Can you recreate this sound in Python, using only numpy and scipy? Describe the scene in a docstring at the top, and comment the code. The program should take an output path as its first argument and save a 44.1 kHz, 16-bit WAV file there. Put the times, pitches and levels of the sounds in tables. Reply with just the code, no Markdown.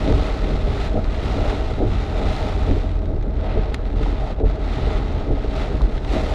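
"""Sheets of rain spatter on a car's windscreen, heard from inside, and drum on the roof: random drop impacts.
Heavy drops crack on the glass, fat ones knock on the roof and gusts fling flurries at the body.
Fast wipers thud at the foot of each sweep, ringing cowl modes, and their rubber judders as noisy slips.
Underneath, road and wind rumble as cabin-coloured noise and a slowing engine drones as a wavering sine."""
import sys
import numpy as np
from scipy import signal
from scipy.fft import rfft, irfft, next_fast_len
from scipy.io import wavfile
from scipy.ndimage import uniform_filter1d, minimum_filter1d

SR = 44100
rng = np.random.default_rng(int(sys.argv[2]) if len(sys.argv) > 2 else 0)


def store_wav(level_fs):
    """Save 16-bit WAV to argv[1]."""
    pcm = np.round(np.clip(np.atleast_2d(level_fs), -1, 1) * 32767)
    wavfile.write(sys.argv[1], SR, pcm.T.astype(np.int16))


N = 279594

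# strength of the rain on the windscreen: t/s, relative level/dB
RAIN = [(0.0, -38.5), (0.12, -38), (0.36, -41), (0.55, -42), (0.74, -41), (0.868, -39.5), (0.892, -45),
        (1.08, -45.5), (1.21, -42), (1.29, -39.5), (1.36, -39), (1.5, -37.5), (1.66, -42), (1.8, -45.5),
        (1.92, -41), (2.05, -42.5), (2.21, -39), (2.42, -39), (2.8, -44.5), (3.0, -52.5), (3.28, -52.5),
        (3.54, -41), (3.62, -46), (3.82, -49), (3.95, -49.5), (3.98, -46), (4.08, -45.5), (4.32, -44.5),
        (4.355, -55), (4.39, -49), (4.43, -53), (4.46, -47), (4.6, -47), (4.73, -40.5), (4.98, -40.5),
        (5.04, -44), (5.23, -43), (5.3, -48.5), (5.53, -43.5), (5.63, -39.5), (5.71, -45), (5.97, -44.5),
        (5.995, -53.5), (6.035, -48.5), (6.15, -38), (6.26, -41.5), (6.34, -39.5)]
# wiper strokes: thud t/s, thud relative level/dB, blade flop t/s, flop relative level/dB,
# judder level ahead of its low-pass/dB, judder low-pass f/Hz, pitch of the turn f/Hz,
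# reference level of the rub over the top/dB
WIPER_STROKES = [(.100, -14.5, 0.06, -13, -19, 890, 206, -26),
                 (0.968, -14, 0.97, -12.5, -21.5, 900, 607, -27.5),
                 (1.830, -12.5, 1.799, -14.5, -20.5, 900, 308, -29),
                 (2.709, -14.5, 2.84, -15, -21.5, 950, 294, -27),
                 (3.572, -11.5, 4, -18.5, -26, 760, 430, -29.5),
                 (4.436, -12, 4.404, -12, -27, 700, 430, -29.5),
                 (5.309, -13, 4.4, -10, -22.5, 600, 352, -31.5),
                 (6.163, -19, 5.7, -22, -23, 1200, 327, -30)]


def from_db(db):
    """Decibels to gain."""
    return 10 ** (np.asarray(db) / 20)


def rms_one(x):
    """Scale to rms 1."""
    return x / np.sqrt(np.mean(x ** 2) + 1e-20)


def in_time(rows):
    """Interpolate each column of a timed curve to every sample."""
    s, *columns = np.transpose(rows)
    return [np.interp(np.arange(N) / SR, s, column) for column in columns]


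def add(out, s, sound):
    """Mix a sound in at a time in seconds."""
    at = round(s * SR)
    if 0 <= at < N:
        out[at:at + len(sound)] += sound[:N - at]


def low_pass(x, order, edge_hz):
    """Butterworth low-pass: takes the treble off above the edge."""
    return signal.sosfilt(signal.butter(order, edge_hz, fs=SR, output="sos"), x)


def bump(t, centre_s, width_s):
    """Bell-shaped swell with peak 1; the width is the time from the peak to 1/e."""
    return np.exp(-((t - centre_s) / width_s) ** 2)


def drift(corner_hz):
    """Slow random wander of rms 1: noise through two equal low-pass poles."""
    step, warm_up = 40, 2000  # in samples; in steps
    pole = np.exp(-2 * np.pi * corner_hz * step / SR)
    noise = rng.standard_normal(N // step + warm_up + 2)
    slow = signal.lfilter([1], [1, -2 * pole, pole * pole], noise)[warm_up:]
    return np.interp(np.arange(N) / step, np.arange(len(slow)), rms_one(slow))


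def colour(x, spectrum):
    """Causal minimum-phase filter: a source's spectrum with the cabin's resonances on top."""
    # cabin and panel resonances: f/Hz, width/Hz, lift/dB
    cabin = [(41.9, 15.4, 8.5), (144.7, 8.7, 5.5), (255, 17.5, -5), (282.7, 20, 6.5), (407.4, 35, 6.5),
             (447, 85, 6), (627, 46, 8), (757.4, 22, 3.5), (1270, 49, 3.5)]
    size = 2 * next_fast_len(N // 2 + SR // 2)
    hz = np.maximum(np.arange(size // 2 + 1) * SR / size, 1)
    points = np.array(sorted(spectrum))
    db = np.interp(np.log(hz), np.log(points[:, 0]), points[:, 1])
    for centre, width, lift in cabin:
        db = db + lift / (1 + (2 * (hz - centre) / width) ** 2)
    # folding the cepstrum onto positive time gives the minimum phase
    cepstrum = irfft(np.log(from_db(db)))
    cepstrum[1:size // 2] *= 2
    cepstrum[size // 2 + 1:] = 0
    return irfft(rfft(x, size) * np.exp(rfft(cepstrum)))[:N]


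def splash(t60, tail_db):
    """One impact: a crack, then waves scattering in the panel and cabin as decaying noise; energy 1."""
    t = np.arange(SR // 10) / SR
    tail = rng.standard_normal(len(t)) * from_db(-60 * t / t60)
    shape = from_db(tail_db) * tail / np.linalg.norm(tail)
    shape[0] += 1  # the crack
    return shape / np.linalg.norm(shape)


def patter(per_s, spread_db, t60, tail_db, count=12):
    """Drops of many sizes land at random on several spots of a panel; even level, rms 1."""
    sizes = from_db(spread_db * np.minimum(rng.exponential(1, N), 5)) * rng.choice([-1, 1], N)
    landed = rng.random(N) < per_s / SR
    drops = sizes * landed / np.sqrt(per_s)  # dense rain gets smoother, not louder
    spot = rng.integers(0, count, N)
    out = np.zeros(N)
    for k in range(count):
        out += signal.oaconvolve(drops * (spot == k), splash(t60, tail_db))[:N]
    return rms_one(out)


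def rain_swing():
    """How far the rain is above its mean level, in dB."""
    level_db, = in_time(RAIN)
    return level_db - level_db.mean()


def engine():
    """A wavering sine drone at the firing rate, sinking as the car slows."""
    # engine: t/s, firing rate f/Hz, level/dB
    drone = [(0, 88, -38), (1.8, 86, -31.5), (2.7, 84.9, -28.5), (4.2, 80.98, -34), (4.8, 78, -30.5),
             (5.6, 74.2, -38), (6.34, 73.2, -29)]
    hz, level_db = in_time(drone)
    wavering_hz = hz * (1 + 0.0121 * drift(corner_hz=2.06))
    phase = 2 * np.pi * np.cumsum(wavering_hz) / SR
    return np.sqrt(2) * from_db(level_db + 2.0 * drift(corner_hz=5.3)) * np.sin(phase)


def road():
    """Tyres and wind shake the body as low noise; each bump makes the cabin boom for a moment."""
    # bumps in the road: t/s, boom level/dB; the first row, at 0.125 s, instead thickens the low body of the
    # first wiper thud
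    booms = [(.125, -13), (.43, -25), (.64, -17.5), (1.08, -22), (1.40, -19), (1.88, -16.5), (2.24, -23),
             (2.63, -17.5), (2.74, -21.5), (2.9, -21), (3.16, -20), (3.35, -25), (4.028, -20), (4.47, -17),
             (4.97, -22.5), (5.57, -24.5), (5.82, -16.5), (6.07, -27)]
    # rumble: f/Hz, relative level per Hz/dB
    spectrum = [(8, -26), (24, -2.5), (33, -4), (58, -3.5), (75, -8.5), (100, -15.5), (120, -10.5),
                (165, -29), (300, -26), (1000, -62.5), (15000, -120)]
    level_db, fade_db_per_s = -21.5, 0.06
    rise_s, fall_s = 0.032, 0.091
    t = np.arange(N) / SR
    power = from_db(level_db - fade_db_per_s * t) ** 2
    for s, db in booms:
        power = power + (from_db(db) * bump(t, s, np.where(t < s, rise_s, fall_s))) ** 2
    shake = rms_one(colour(rng.standard_normal(N), spectrum))
    even_shake = shake / np.sqrt(uniform_filter1d(shake ** 2, SR // 6))
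    return np.sqrt(power) * even_shake


def gusts():
    """Gusts fling short flurries of drops against the body panels."""
    # flurries: t/s, level/dB, time from peak to 1/e/s
    flurries = [(0.288, -34, 0.033), (1.496, -33.5, 0.16), (2.213, -32.5, 0.025), (2.424, -31, 0.073),
                (3.48, -33.5, 0.058), (3.656, -35.5, 0.06), (4.245, -33.5, 0.049), (4.545, -42, 0.022),
                (5.183, -35.5, 0.065), (5.638, -36.5, 0.1), (6.282, -32, 0.2)]
    # drops on the body: f/Hz, relative level per Hz/dB
    spectrum = [(100, -14.5), (300, -18.5), (420, -9.5), (600, -3), (820, -1), (1000, -13), (1500, -22),
                (3000, -36.5), (15000, -67)]
    t = np.arange(N) / SR
    swell = sum(from_db(db) * bump(t, s, width) for s, db, width in flurries)
    drops = patter(2000, spread_db=1.0, t60=0.022, tail_db=8.5, count=8)
    return swell * rms_one(colour(drops, spectrum))


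def roof():
    """The lined roof passes only the dull drumming of the drops, which swells with the rain."""
    # drumming: f/Hz, relative level per Hz/dB
    spectrum = [(20, -7), (60, -17), (145, -5.5), (210, 1), (400, -5), (540, -7), (800, -9), (980, -17.5),
                (1500, -20), (3000, -46), (15000, -81.5)]
    mean_rain_db, follows = -31, 0.36  # level at mean rain; dB of drumming per dB of rain
    drops = patter(1900, spread_db=2.27, t60=0.045, tail_db=3.0)
    return from_db(mean_rain_db + follows * rain_swing()) * rms_one(colour(drops, spectrum))


def roof_knocks():
    """A fat drop knocks hollowly on the roof: its spot swings briefly and the panel scatters the wave."""
    # knocks: t/s, relative level/dB, pitch f/Hz
    knocks = [(0.045, -14, 324), (0.222, -19.5, 440), (1.052, -19, 950), (1.454, -14, 560),
              (1.527, -11, 442), (2.350, -14.5, 690), (2.765, -17, 410), (3.435, -19, 565),
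              (4.061, -18, 740), (4.302, -19.5, 565), (4.385, -23.5, 600), (4.506, -23.5, 690),
              (4.583, -16, 390), (4.909, -13, 463), (5.371, -16, 600), (5.445, -12, 408), (5.81, -17, 930),
              (6.046, -19, 760)]
    gain_db, swell_cycles = -2.7, 0.65  # the swing's envelope peaks after this many cycles
    out, t = np.zeros(N), np.arange(SR // 20) / SR
    for s, db, hz in knocks:
        age = t * hz / swell_cycles
        swing = np.sin(2 * np.pi * hz * t) * age * np.exp(1 - age)
        knock = signal.fftconvolve(swing, splash(t60=0.065, tail_db=0))
        add(out, s, from_db(db + gain_db) * knock)
    return out


def judder():
    """Rubber lips stick and slip on wet glass: building up to each thud, dull around the sweep's top."""
    # slipping rubber: f/Hz, relative level per Hz/dB
    spectrum = [(20, -45.5), (90, -6.5), (195, 7.5), (300, -0.5), (420, -5), (620, -6), (820, -4.5),
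                (1100, -21.5), (15000, -91)]
    # rubs around the top: t after the thud/s, level added to the stroke's rub/dB,
    # time from peak to 1/e/s, low-pass f/Hz
    rubs = [(0.406, -0.5, 0.076, 566), (0.576, -0.5, 0.02, 590)]
    rise_s, fall_s = 0.042, 0.034
    pitch_db, pitch_q = -4.5, 1.4  # the lip favours one slipping rate, set for each stroke
    t, out = np.arange(N) / SR, np.zeros(N)
    drops = patter(900, spread_db=3.5, t60=0.024, tail_db=3.0, count=3)  # each impulse is one slip
    slips = rms_one(colour(drops, spectrum))
    slips = slips / np.sqrt(uniform_filter1d(slips ** 2, SR // 40) + 1e-9)  # even level
    for s, _, _, _, db, edge_hz, pitch_hz, _ in WIPER_STROKES:
        rubbing = from_db(db) * bump(t, s, np.where(t < s, rise_s, fall_s))
        favoured = signal.lfilter(*signal.iirpeak(pitch_hz, pitch_q, fs=SR), slips)
        lip = rms_one(slips + from_db(pitch_db) * favoured)
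        out += rubbing * low_pass(lip, 4, edge_hz)
    for delay, db, width, edge_hz in rubs:
        rubbing = sum(from_db(rub_db + db) * bump(t, s + delay, width) for s, *_, rub_db in WIPER_STROKES)
        out += rubbing * low_pass(slips, 4, edge_hz)
    return out


def wipers():
    """Linkage thuds and rebounds, softer turns at the top and light blade flops strike the cowl's modes."""
    # modes of linkage and cowl: f/Hz, relative level/dB, t60/s
    modes = [(43.4, 9, 0.3), (86, -1, 0.19), (147, -7.5, 0.35), (202.7, -6, 0.076), (279.6, -7.5, 0.12),
             (365.4, -7.5, 0.078), (430, -5, 0.098), (499, -13, 0.12), (600, -5, 0.06), (736, -14.5, 0.05)]
    # contacts of one cycle: t after the thud/s, relative level/dB, contact low-pass f/Hz
    contacts = [(-.011, -13, 600), (0, -5, 850), (.0095, -14, 1080), (0.393, -15, 260), (0.436, -10.5, 404)]
    scatter_db, travel_s = 0.5, 0.0012
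    turn_db, turn_octaves = 6.5, 0.19  # modes near the pitch of a turn are struck harder
    out, t = np.zeros(N), np.arange(SR // 3) / SR
    hz, mode_db, t60 = np.transpose(modes)
    # modes radiate from three parts of the cowl, each arriving at its own moment
    part = np.arange(len(hz))[:, None] % 3
    age = np.maximum(t - travel_s * part, 0)
    rings = -np.sin(2 * np.pi * hz[:, None] * age) * from_db(-60 * age / t60[:, None])
    light = signal.butter(2, [220, 1300], "band", fs=SR, output="sos")
    for s, thud_db, flop_s, flop_db, _, _, pitch_hz, _ in WIPER_STROKES:
        spot_db = turn_db * np.exp(-(np.log2(hz / pitch_hz) / turn_octaves) ** 2)
        blows = [(flop_s, flop_db - 10.5, light)]
        for delay, db, soft_hz in contacts:
            blows.append((s + delay, thud_db + db, signal.butter(3, soft_hz, fs=SR, output="sos")))
        for when, db, contact in blows:
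            strength = from_db(db + mode_db + spot_db + scatter_db * rng.normal(0, 1, len(hz)))
            add(out, when, signal.sosfilt(contact, strength @ rings))
    return out


def big_drops():
    """Single heavy drops crack against the glass; the cabin rings on faintly for a moment."""
    # heaviest drops: t/s, relative level/dB, low-pass f/Hz
    cracks = [(0.077, -10.5, 5000), (0.124, -14, 12000), (0.274, -22, 4500), (0.4214, -20, 8000),
              (0.85, -16, 5000), (1.044, -16, 6000), (1.121, -19, 6500), (1.147, -12, 4000),
              (1.5015, -15, 5500), (1.9305, -24, 7000), (2.365, -14, 9000), (2.622, -24, 5000),
              (2.7116, -14.5, 6000), (2.893, -21, 4000), (3.057, -22, 6000), (3.211, -26, 4500),
              (3.226, -22, 6000), (3.5174, -19, 4000), (3.578, -17, 4500), (3.6346, -22, 5000),
              (3.744, -4.5, 12000), (4.0312, -16, 5030), (4.3994, -23, 5000), (5.553, -25, 11000),
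              (5.818, -16.5, 14000), (5.979, -14.5, 5000), (6.0486, -18, 9000), (6.1642, -18, 6000)]
    # heavy drops on glass: f/Hz, relative level per Hz/dB
    spectrum = [(300, -16), (1200, -8.5), (2000, -2.5), (2900, -9), (3800, -5.5), (5200, -16), (6300, -18),
                (8000, -25.5), (14000, -38)]
    out = np.zeros(N)
    for s, db, edge_hz in cracks:
        crack = splash(t60=0.019, tail_db=-1)
        ring_on = from_db(-7.5) * splash(t60=0.043, tail_db=19)
        add(out, s, from_db(db + 15.0) * low_pass(crack + ring_on, 2, edge_hz))
    return colour(out, spectrum)


def windscreen():
    """Thicker rain is louder and smoother; sheets of water slap on with extra fine spray and run off."""
    # rain on glass: f/Hz, relative level per Hz/dB
    spectrum = [(100, -4), (400, -14), (680, 3), (770, 7), (1000, -2), (1300, 0), (1600, -5.5), (2050, -2),
                (2900, -8), (3900, -7), (5100, -18), (6400, -23), (8000, -29.5), (11000, -39), (15000, -50)]
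    # treble of the fine spray: t/s, added level/dB
    spray_curve = [(0, 2.5), (0.6, 1.5), (1.0, 2.5), (1.4, 1.5), (2.4, 2.5), (3.25, 1.5), (3.55, -7),
                   (3.9, -0.5), (4.4, -0.5), (5.0, -0.5), (5.5, 0), (6.34, 4.5)]
    # sheets of water slapping on: t/s, added level/dB
    sheets = [(1.228, 2.5), (4.028, 3), (4.619, 1), (5.552, 3), (6.09, 2)]
    runoff_s, sheet_spray = 0.098, 0.44  # decay to 1/e; extra dB of spray per dB of sheet
    t = np.arange(N) / SR
    level_db, = in_time(RAIN)
    spray_db, = in_time(spray_curve)
    sheet_db = sum(db * (t >= s) * np.exp(-np.abs(t - s) / runoff_s) for s, db in sheets)
    per_s = 3200 * from_db(.8 * (rain_swing() + sheet_db))
    drops = patter(per_s, spread_db=2.5, t60=0.023, tail_db=0, count=24)
    glass = rms_one(colour(drops, spectrum))
    spray = signal.sosfiltfilt(signal.butter(2, 5200, "high", fs=SR, output="sos"), glass)
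    glass = glass + spray * (from_db(spray_db + sheet_spray * sheet_db) - 1)
    flutter_db = 1.07 * drift(corner_hz=4)  # gusts shake the rain
    return from_db(level_db + sheet_db + 5.5 + flutter_db) * glass


def scene():
    """All the sources add up in one mono channel."""
    car = engine() + road()
    rain = gusts() + roof() + roof_knocks() + big_drops() + windscreen()
    blades = judder() + wipers()
    return (car + rain + blades)[None]


def record(dry):
    """Subsonic sway is reduced, a look-ahead limiter holds down the peaks, the top is cut steeply."""
    x = signal.sosfilt(signal.butter(1, 8, "high", fs=SR, output="sos"), dry)
    headroom = np.minimum(1, .54 / (np.abs(x) + 1e-9))
    x = x * uniform_filter1d(minimum_filter1d(headroom, SR // 60), SR // 60)
    return signal.sosfilt(signal.ellip(10, .1, 80, 15100, fs=SR, output="sos"), x)


dry = scene()
out = record(dry)
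store_wav(out)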